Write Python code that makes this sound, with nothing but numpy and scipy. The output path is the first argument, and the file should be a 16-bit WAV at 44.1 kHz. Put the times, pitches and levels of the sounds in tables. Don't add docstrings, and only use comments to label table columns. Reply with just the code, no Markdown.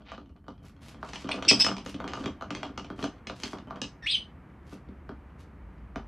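import sys
import numpy as np
from scipy import signal
from scipy.fft import rfft, irfft
from scipy.io import wavfile

SR = 44100
rng = np.random.default_rng(int(sys.argv[2]) if len(sys.argv) > 2 else 0)


def master_out(mix):
    frames = np.transpose(np.atleast_2d(mix))
    ceiling = np.clip(frames, -1, 1)
    pcm = np.round(ceiling * 32767).astype(np.int16)
    wavfile.write(sys.argv[1], SR, pcm)


N = 268080
TIME = np.arange(N) / SR

# pitch_hz, level_db (relative)
RUMBLE_COLOUR = [(22, -17), (40, -5), (55, -1.5), (72, 2.5), (100, -5.5), (170, -5.5), (270, -11.5),
                 (400, -23), (700, -60)]
# pitch_hz, level_db (relative)
AIR_COLOUR = [(150, -5.5), (320, 9), (600, 3), (1150, 2.5), (2200, -5), (3300, -19.5), (5000, -29),
              (9000, -36.5), (14000, -45.5)]
# pitch_hz, decay_s
ROOM_DECAY = [(150, 0.21), (400, 0.11), (1000, 0.19), (3000, 0.19), (7000, 0.24), (13000, 0.11)]
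# pitch_hz, level_db
ROOM_LEVEL = [(150, -6), (300, -3.5), (700, 0.5), (1500, -5.5), (3000, -2), (6000, -2.5), (13000, -5)]
# start_s, length_s, level_db (before a trim)
BOUTS = [(1.244, 0.28, -44.5), (1.497, 0.225, -43.5), (1.948, 0.35, -44.5), (2.481, 0.19, -50.5),
         (2.968, 0.11, -42.5), (3.538, 0.23, -48)]
# pitch_hz, level_db (relative), decay_s (to fall by 60 dB)
BIN_MODES = [(126, -20.5, 0.19), (193.3, -15, 0.23), (235.6, -10, 0.092), (289.6, -9.5, 0.11),
             (391.4, -13.5, 0.075), (497, -5.5, 0.013), (688, -10.5, 0.02), (922, -8.5, 0.0095),
             (1172, -8.5, 0.023), (1484, -9.5, 0.013), (1890, -7, 0.002), (2410, -2, .012),
             (3063, 1, 0.048), (3820, -26, .02), (4800, -6.5, 0.0057), (5894, -23.5, 0.016),
             (6130, 0.5, .014), (6700, -19.5, .012), (8900, -23, 0.018)]
# start_s, length_s, level_db (before a trim), bright_edge_hz
RUSTLES = [(0.042, .13, -51.5, 4120), (0.615, 0.097, -64, 12100), (0.798, 0.15, -54.5, 10900),
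           (1.003, 0.27, -53, 8560), (1.308, 0.071, -44.5, 6740), (1.585, 0.042, -38, 9600),
           (1.839, 0.1, -52.5, 10500), (2.127, 0.16, -55.5, 8100), (2.538, 0.15, -58, 5430),
           (2.953, 0.12, -54.5, 9400), (3.343, 0.22, -50.5, 9550), (4.648, 0.14, -61, 11100),
           (5.376, 0.076, -63.5, 10960)]
# pitch_hz, level_db (relative)
LINER_COLOUR = [(900, 2), (2800, 1.5), (5800, -4), (8500, -10.5), (12500, -6.5), (15000, -35.5)]
# start_s, panel clack_db, hollow thump_db, hard tick_db (all before trims)
KNOCKS = [(0.117, -39, -50, -54.5), (0.178, -43.5, -44.5, -67), (0.481, -41, -39.5, -60),
          (0.944, -49, -51, -65), (1.028, -32.5, -41.5, -69), (1.09, -44, -51, -58),
          (1.133, -51, -49, -44.5), (1.157, -45, -59, -45.5), (1.243, -49, -29, -57),
          (1.29, -28, -41.5, -45.5), (1.341, -35.5, -38, -58), (1.388, -38, -48, -60),
          (1.424, -39, -44, -43), (1.449, -42, -39, -44.5), (1.511, -26.5, -20.5, -28),
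          (1.646, -38, -40, -30.5), (1.664, -25, -32.5, -39), (1.688, -33.5, -31, -46.5),
          (1.714, -31, -42, -54), (1.766, -44.5, -45, -46.5), (1.781, -47, -42, -48),
          (1.861, -44.5, -36.5, -44), (1.943, -53, -33, -51), (2.001, -33.5, -37.5, -56),
          (2.041, -35.5, -39, -56), (2.077, -47, -67, -45), (2.134, -30, -62, -44), (2.173, -37, -37, -58),
          (2.24, -40, -34, -51.5), (2.258, -35, -26, -43), (2.41, -38, -51, -59.5),
          (2.422, -34, -44, -56.5), (2.505, -36.5, -36, -45.5), (2.549, -67, -31, -42),
          (2.63, -31, -37.5, -45.5), (2.695, -50, -35, -76), (2.776, -35, -37.5, -44),
          (2.845, -48.5, -45.5, -54), (2.901, -38, -34, -59), (3.026, -41, -28, -45.5),
          (3.04, -32.5, -32, -41.5), (3.27, -48, -37, -43), (3.297, -36, -38, -52.5),
          (3.434, -48, -34, -36.5), (3.531, -34, -36, -56), (3.707, -32, -47.5, -65),
          (3.816, -52, -32.5, -36), (4.724, -47.5, -37.5, -71.5), (4.887, -67.5, -32.5, -74),
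          (5.091, -39.5, -36, -66.5), (5.958, -32.5, -33, -52)]
# pitch_hz, level_db (relative)
CRACK_COLOUR = [(800, 7), (3000, 10.5), (5800, 4), (8500, -6), (10500, -30.5), (15000, -56.5)]
# pitch_hz, level_db (relative)
THROAT_COLOUR = [(1200, -45.5), (1800, -15), (2400, 0), (3100, 7.5), (4500, 2), (5900, -16), (6700, -34.5),
                 (8300, -4), (10000, -16), (13000, -59.5)]
# start_s, length_s, level_db, start_hz, crest_hz, end_hz,
# second_harmonic_db, third_harmonic_db, hoarseness_db (these three relative), unsteadiness (multiplier)
CRIES = [(1.312, .011, -26.5, 2288, 2474, 2900, -19, -31.5, -3.5, 1.5),
         (1.479, .033, -20, 2395, 2772, 2274, 6.5, -7.5, -6.5, 1.4),
         (1.593, .041, -34, 2380, 2596, 2609, 17.5, -5.5, 3, .3)]
# start_s, pitch_hz, level_db (before a trim)
CHIRP_PATH = [(4.022, 1880, -47), (4.042, 1780, -42), (4.058, 1850, -42), (4.067, 2350, -27),
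              (4.076, 3050, -28), (4.1, 3600, -29), (4.118, 4150, -27), (4.138, 3300, -29),
              (4.15, 3080, -22), (4.177, 3030, -31)]
# pitch_hz, level_db (before the chirp's trim)
RASP = [(1850, -62), (2400, -43.5), (3100, -46.5), (4150, -30.5)]

RUMBLE_START_DB, RUMBLE_DB, AIR_START_DB, AIR_DB, NOISE_RISE_S = -53.5, -50, -88, -58.5, 1.01
SHUFFLE_DB, LEANS_IN_S, LEANING_DB = -59, 3.9, -67.5
BOUT_ATTACK_S, BOUT_RELEASE_S = 0.021, 0.012
REBOUND_S, REBOUND_SPREAD, REBOUND_LOSS_DB = 0.021, 0.13, (13, 5, 13)
TAPS_PER_S, TAP_DB, TAP_SPREAD_DB = 16, (-6, -6.5, -17.5), 3.5
CRY_ATTACK_SHARE, CRY_RELEASE_SHARE, CRY_CREST_SHARE = 0.35, 0.25, 0.31
CHIRP_EDGE_S, CHIRP_SECOND_DB, CHIRP_THIRD_DB, PURITY_DB_PER_OCTAVE = 0.004, -15.5, -14, 30
BEAK_NOTCH_HZ, BEAK_LOW_HZ, BEAK_CUT_HZ = 6900, 1400, 9500
DRONE_START_S, DRONE_RISE_S, DRONE_DB = 4.13, 0.347, -56
DRONE_HZ, DRONE_SINKS_S, DRONE_SINK_S, DRONE_LOW_HZ, DRONE_SWELL_DB = 66.5, 5.42, 0.4, 53.5, 9
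CUTOFF_HZ = 14300


def from_db(db):
    return 10 ** (np.asarray(db) / 20)


def rms_one(x):
    return x / np.sqrt(np.mean(x ** 2) + 1e-20)


def in_time(rows, t=TIME):
    s, *columns = np.transpose(rows)
    return [np.interp(t, np.sort(s), column) for column in columns]


def at_hz(points, hz):
    f, value = np.transpose(points)
    return np.interp(np.log(np.maximum(hz, 1)), np.log(f), value)


def ramp(start_s, length_s, t=TIME):
    return np.clip((t - start_s) / length_s, 0, 1)


def gate(s, length, attack_s, release_s):
    return ramp(s, attack_s) * (1 - ramp(s + length - release_s, release_s))


def coloured(x, spectrum):
    size = 8192
    gain = rms_one(from_db(at_hz(spectrum, np.fft.rfftfreq(size, 1 / SR))))
    cepstrum = irfft(np.log(gain))
    fold = 1 + np.sign(size / 2 - np.arange(size))
    fold[0] = 1
    response = irfft(np.exp(rfft(cepstrum * fold)))
    return signal.oaconvolve(x, response)[:len(x)]


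def wander(rate_hz, count):
    sos = signal.butter(2, rate_hz, fs=SR, output="sos")
    return rms_one(signal.sosfilt(sos, rng.standard_normal(count + SR))[SR:])


def clicks_at(times, heights):
    out = np.zeros(N)
    np.add.at(out, np.clip(np.round(times * SR).astype(int), 0, N - 1), heights)
    return out


def grains(per_s, spread_db):
    sizes = from_db(spread_db * np.minimum(rng.exponential(1, N), 3))
    sizes = sizes * rng.choice([-1, 1], N)
    return rms_one(sizes * (rng.random(N) < per_s / SR))


def ring(clicks, hz, t60):
    r = np.exp(-np.log(1000) / (t60 * SR))
    w = 2 * np.pi * hz / SR
    return signal.lfilter([0, np.sin(w)], [1, -2 * r * np.cos(w), r * r], clicks + 1e-18)


def background(side_db=-20):
    rumble_db, air_db = in_time([(0, RUMBLE_START_DB, AIR_START_DB), (NOISE_RISE_S, RUMBLE_DB, AIR_DB)])
    colours = (RUMBLE_COLOUR, AIR_COLOUR, AIR_COLOUR)
    rumble, air, side = (coloured(rng.standard_normal(N + SR), colour)[SR:] for colour in colours)
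    wide_air = air + from_db(side_db) * side * np.array([[1], [-1]])
    noise = from_db(rumble_db) * rumble + from_db(air_db) * wide_air
    return signal.sosfilt(signal.butter(3, 38, "high", fs=SR, output="sos"), noise)


def room(x, wet_db, side_db=-14, first_s=0.0013, build_s=0.001):
    t = np.arange(SR // 2) / SR
    edges = np.geomspace(90, 16000, 12)
    build = 1 - np.exp(-np.maximum(t - first_s, 0) / build_s)
    response = np.zeros((2, len(t)))
    for low, high in zip(edges, edges[1:]):
        hz = np.sqrt(low * high)
        sos = signal.butter(3, [low, high], "band", fs=SR, output="sos")
        band = signal.sosfilt(sos, rng.standard_normal((2, len(t))))
        band = band * build * np.exp(-np.log(1000) * t / at_hz(ROOM_DECAY, hz))
        band = band * np.sqrt(2 * (high - low) / SR / np.sum(band ** 2, axis=1, keepdims=True))
        band[1] *= from_db(side_db + at_hz([(150, -44.5), (400, 0), (2500, -8), (5000, 6.5)], hz))
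        response += band * from_db(at_hz(ROOM_LEVEL, hz) + wet_db)
    mid, side = signal.fftconvolve(x[None], response, axes=1)[:, :N]
    return x + np.array([mid + side, mid - side])


def effort():
    gain = from_db(np.where(TIME < LEANS_IN_S, SHUFFLE_DB, LEANING_DB))
    for s, length, db in BOUTS:
        fall = np.exp(-np.maximum(TIME - s - length, 0) / BOUT_RELEASE_S)
        gain = gain + from_db(db) * ramp(s, BOUT_ATTACK_S) * fall
    return gain


def scrabble(per_s=90, spread_db=3, soft_hz=1500, trim_db=-2):
    touches = grains(per_s, spread_db)
    at = np.flatnonzero(touches)
    shell = np.zeros(N)
    for hz, db, t60 in BIN_MODES:
        softness = 1 / (1 + (hz / soft_hz) ** 4)
        clicks = clicks_at(at / SR, touches[at] * rng.standard_normal(len(at)))
        shell += from_db(db) * softness * ring(clicks, hz, t60)
    return from_db(trim_db) * effort() * rms_one(shell)


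def liner(per_s=1200, spread_db=5, clump_db=3, trim_db=-1):
    creases = grains(per_s, spread_db)
    clumps = from_db(clump_db * wander(59.96, N))
    crackle = coloured(creases * clumps, LINER_COLOUR)
    out = np.zeros(N)
    for s, length, db, edge_hz in RUSTLES:
        inside = (TIME >= s) & (TIME < s + length)
        swell = from_db(db + trim_db) * np.sin(np.pi * (TIME[inside] - s) / length)
        sos = signal.butter(4, min(edge_hz, CUTOFF_HZ), fs=SR, output="sos")
        out[inside] += swell * signal.sosfilt(sos, crackle[inside])
    return out


def contacts():
    first = np.array(KNOCKS)
    delay = REBOUND_S * (1 + REBOUND_SPREAD * rng.standard_normal(len(first)))
    again = np.column_stack([first[:, 0] + delay, first[:, 1:] - REBOUND_LOSS_DB])
    at = np.flatnonzero(rng.random(N) < TAPS_PER_S / SR)
    effort_db = 20 * np.log10(effort()[at, None])
    tap_db = effort_db + TAP_DB + TAP_SPREAD_DB * rng.standard_normal((len(at), 3))
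    return np.vstack([first, again, np.column_stack([at / SR, tap_db])])


def knocks(rows, thump_db=9, clack_db=13, tick_db=1, crack_db=9, crack_s=0.0013, uneven_db=2,
           detune=0.077, bend_lag_s=0.0011, firm_db=-36, dulling=0.48):
    s, clack, thump, tick = np.transpose(rows)
    chance = rng.standard_normal((len(s), len(BIN_MODES)))
    softness_db = dulling * np.minimum(tick - firm_db, 0)
    out = np.zeros(N)
    for k, (hz, level_db, t60) in enumerate(BIN_MODES):
        low = at_hz([(400, 0.82), (720, 0.034)], hz)
        high = at_hz([(1600, 0.06), (2800, 0.82)], hz)
        force_db = low * (thump + thump_db) + high * (tick + tick_db)
        force_db = force_db + (1 - low - high) * (clack + clack_db)
        force_db = force_db + softness_db * max(np.log2(hz / 3500), 0)
        heights = from_db(force_db + level_db + uneven_db * chance[:, k]) * (-1) ** k
        spot_hz = hz * (1 + detune * (high + 1 - low) / 2 * (2 * rng.random() - 1))
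        lag_s = bend_lag_s * np.sqrt(1000 / hz)
        out += ring(clicks_at(s + lag_s, heights), spot_hz, t60)
    r = np.exp(-1 / (crack_s * SR))
    crack = np.zeros(N)
    grit = rng.standard_normal(N)
    for side, level_db in (("low", tick), ("high", tick + softness_db)):
        landings = clicks_at(s, from_db(level_db + crack_db))
        skid = signal.lfilter([(1 - r) * np.e], [1, -2 * r, r * r], landings + 1e-18)
        crack += skid * signal.sosfilt(signal.butter(3, 5500, side, fs=SR, output="sos"), grit)
    return out + coloured(crack, CRACK_COLOUR)


def handling(wet_db=1, count=5):
    rows = contacts()
    spots = sum(room(knocks(rows[k::count]), wet_db) for k in range(count))
    return spots + room(scrabble() + liner(), wet_db)


def call(envelope, pitch, overtones_db, hoarse_db, jitter, flutter, flutter_hz, buzz, buzz_hz):
    phase = 2 * np.pi * np.cumsum(pitch * (1 + jitter * wander(flutter_hz, N))) / SR
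    whistle = np.zeros(N)
    for k, db in enumerate([0, *overtones_db]):
        whistle += np.sqrt(2) * from_db(db) * np.sin((k + 1) * phase)
    shake = envelope * (1 + flutter * wander(flutter_hz, N)) / np.hypot(1, flutter)
    depth = buzz * np.minimum(from_db(hoarse_db), 1)
    slow = np.sin(2 * np.pi * buzz_hz * np.cumsum(1 + 0.12 * wander(79.2, N)) / SR)
    tone = whistle * shake * (1 + depth * slow) / np.sqrt(1 + depth ** 2 / 2)
    breath = from_db(hoarse_db) * shake * rng.standard_normal(N)
    return tone + coloured(breath, THROAT_COLOUR)


def cries(jitter=0.035, flutter=0.3, flutter_hz=470, buzz=0.35, buzz_hz=466):
    out = np.zeros(N)
    for s, length, db, start_hz, crest_hz, end_hz, second_db, third_db, hoarse_db, unsteady in CRIES:
        pitch = np.interp(ramp(s, length), [0, CRY_CREST_SHARE, 1], [start_hz, crest_hz, end_hz])
        envelope = from_db(db) * gate(s, length, CRY_ATTACK_SHARE * length, CRY_RELEASE_SHARE * length)
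        out += call(envelope, pitch, (second_db, third_db), hoarse_db,
                    jitter * unsteady, flutter, flutter_hz, buzz * unsteady, buzz_hz)
    return out


def chirp(trim_db=-1, jitter=0.0326, flutter=0.22, flutter_hz=298, buzz=1.8, buzz_hz=755):
    pitch, db = in_time(CHIRP_PATH)
    start, end = CHIRP_PATH[0][0], CHIRP_PATH[-1][0]
    envelope = from_db(db + trim_db) * gate(start, end - start, CHIRP_EDGE_S, CHIRP_EDGE_S)
    fade_db = PURITY_DB_PER_OCTAVE * np.log2(pitch / pitch[0])
    overtones_db = (CHIRP_SECOND_DB - fade_db / 2, CHIRP_THIRD_DB - fade_db)
    hoarse_db = at_hz(RASP, pitch) - db
    return call(envelope, pitch, overtones_db, hoarse_db, jitter, flutter, flutter_hz, buzz, buzz_hz)


def bird():
    notch = signal.iirnotch(BEAK_NOTCH_HZ, 6, fs=SR)
    voice = signal.lfilter(*notch, cries() + chirp() + 1e-18)
    return signal.sosfilt(signal.butter(4, [BEAK_LOW_HZ, BEAK_CUT_HZ], "band", fs=SR, output="sos"), voice)


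def drone(waver=0.0706, uneven_db=2):
    sunk = ramp(DRONE_SINKS_S, DRONE_SINK_S)
    hz = DRONE_HZ + (DRONE_LOW_HZ - DRONE_HZ) * sunk
    phase = 2 * np.pi * np.cumsum(hz * (1 + waver * wander(16.3, N))) / SR
    level_db = DRONE_DB + DRONE_SWELL_DB * sunk + uneven_db * wander(3.1, N)
    gain = ramp(DRONE_START_S, DRONE_RISE_S) * from_db(level_db)
    return np.sqrt(2) * gain * np.sin(phase)


def scene():
    return handling() + room(bird(), wet_db=-2.0) + background() + drone()


def record(dry):
    return signal.sosfilt(signal.cheby2(14, 60, CUTOFF_HZ + 500, fs=SR, output="sos"), dry)


dry = scene()
out = record(dry)
master_out(out)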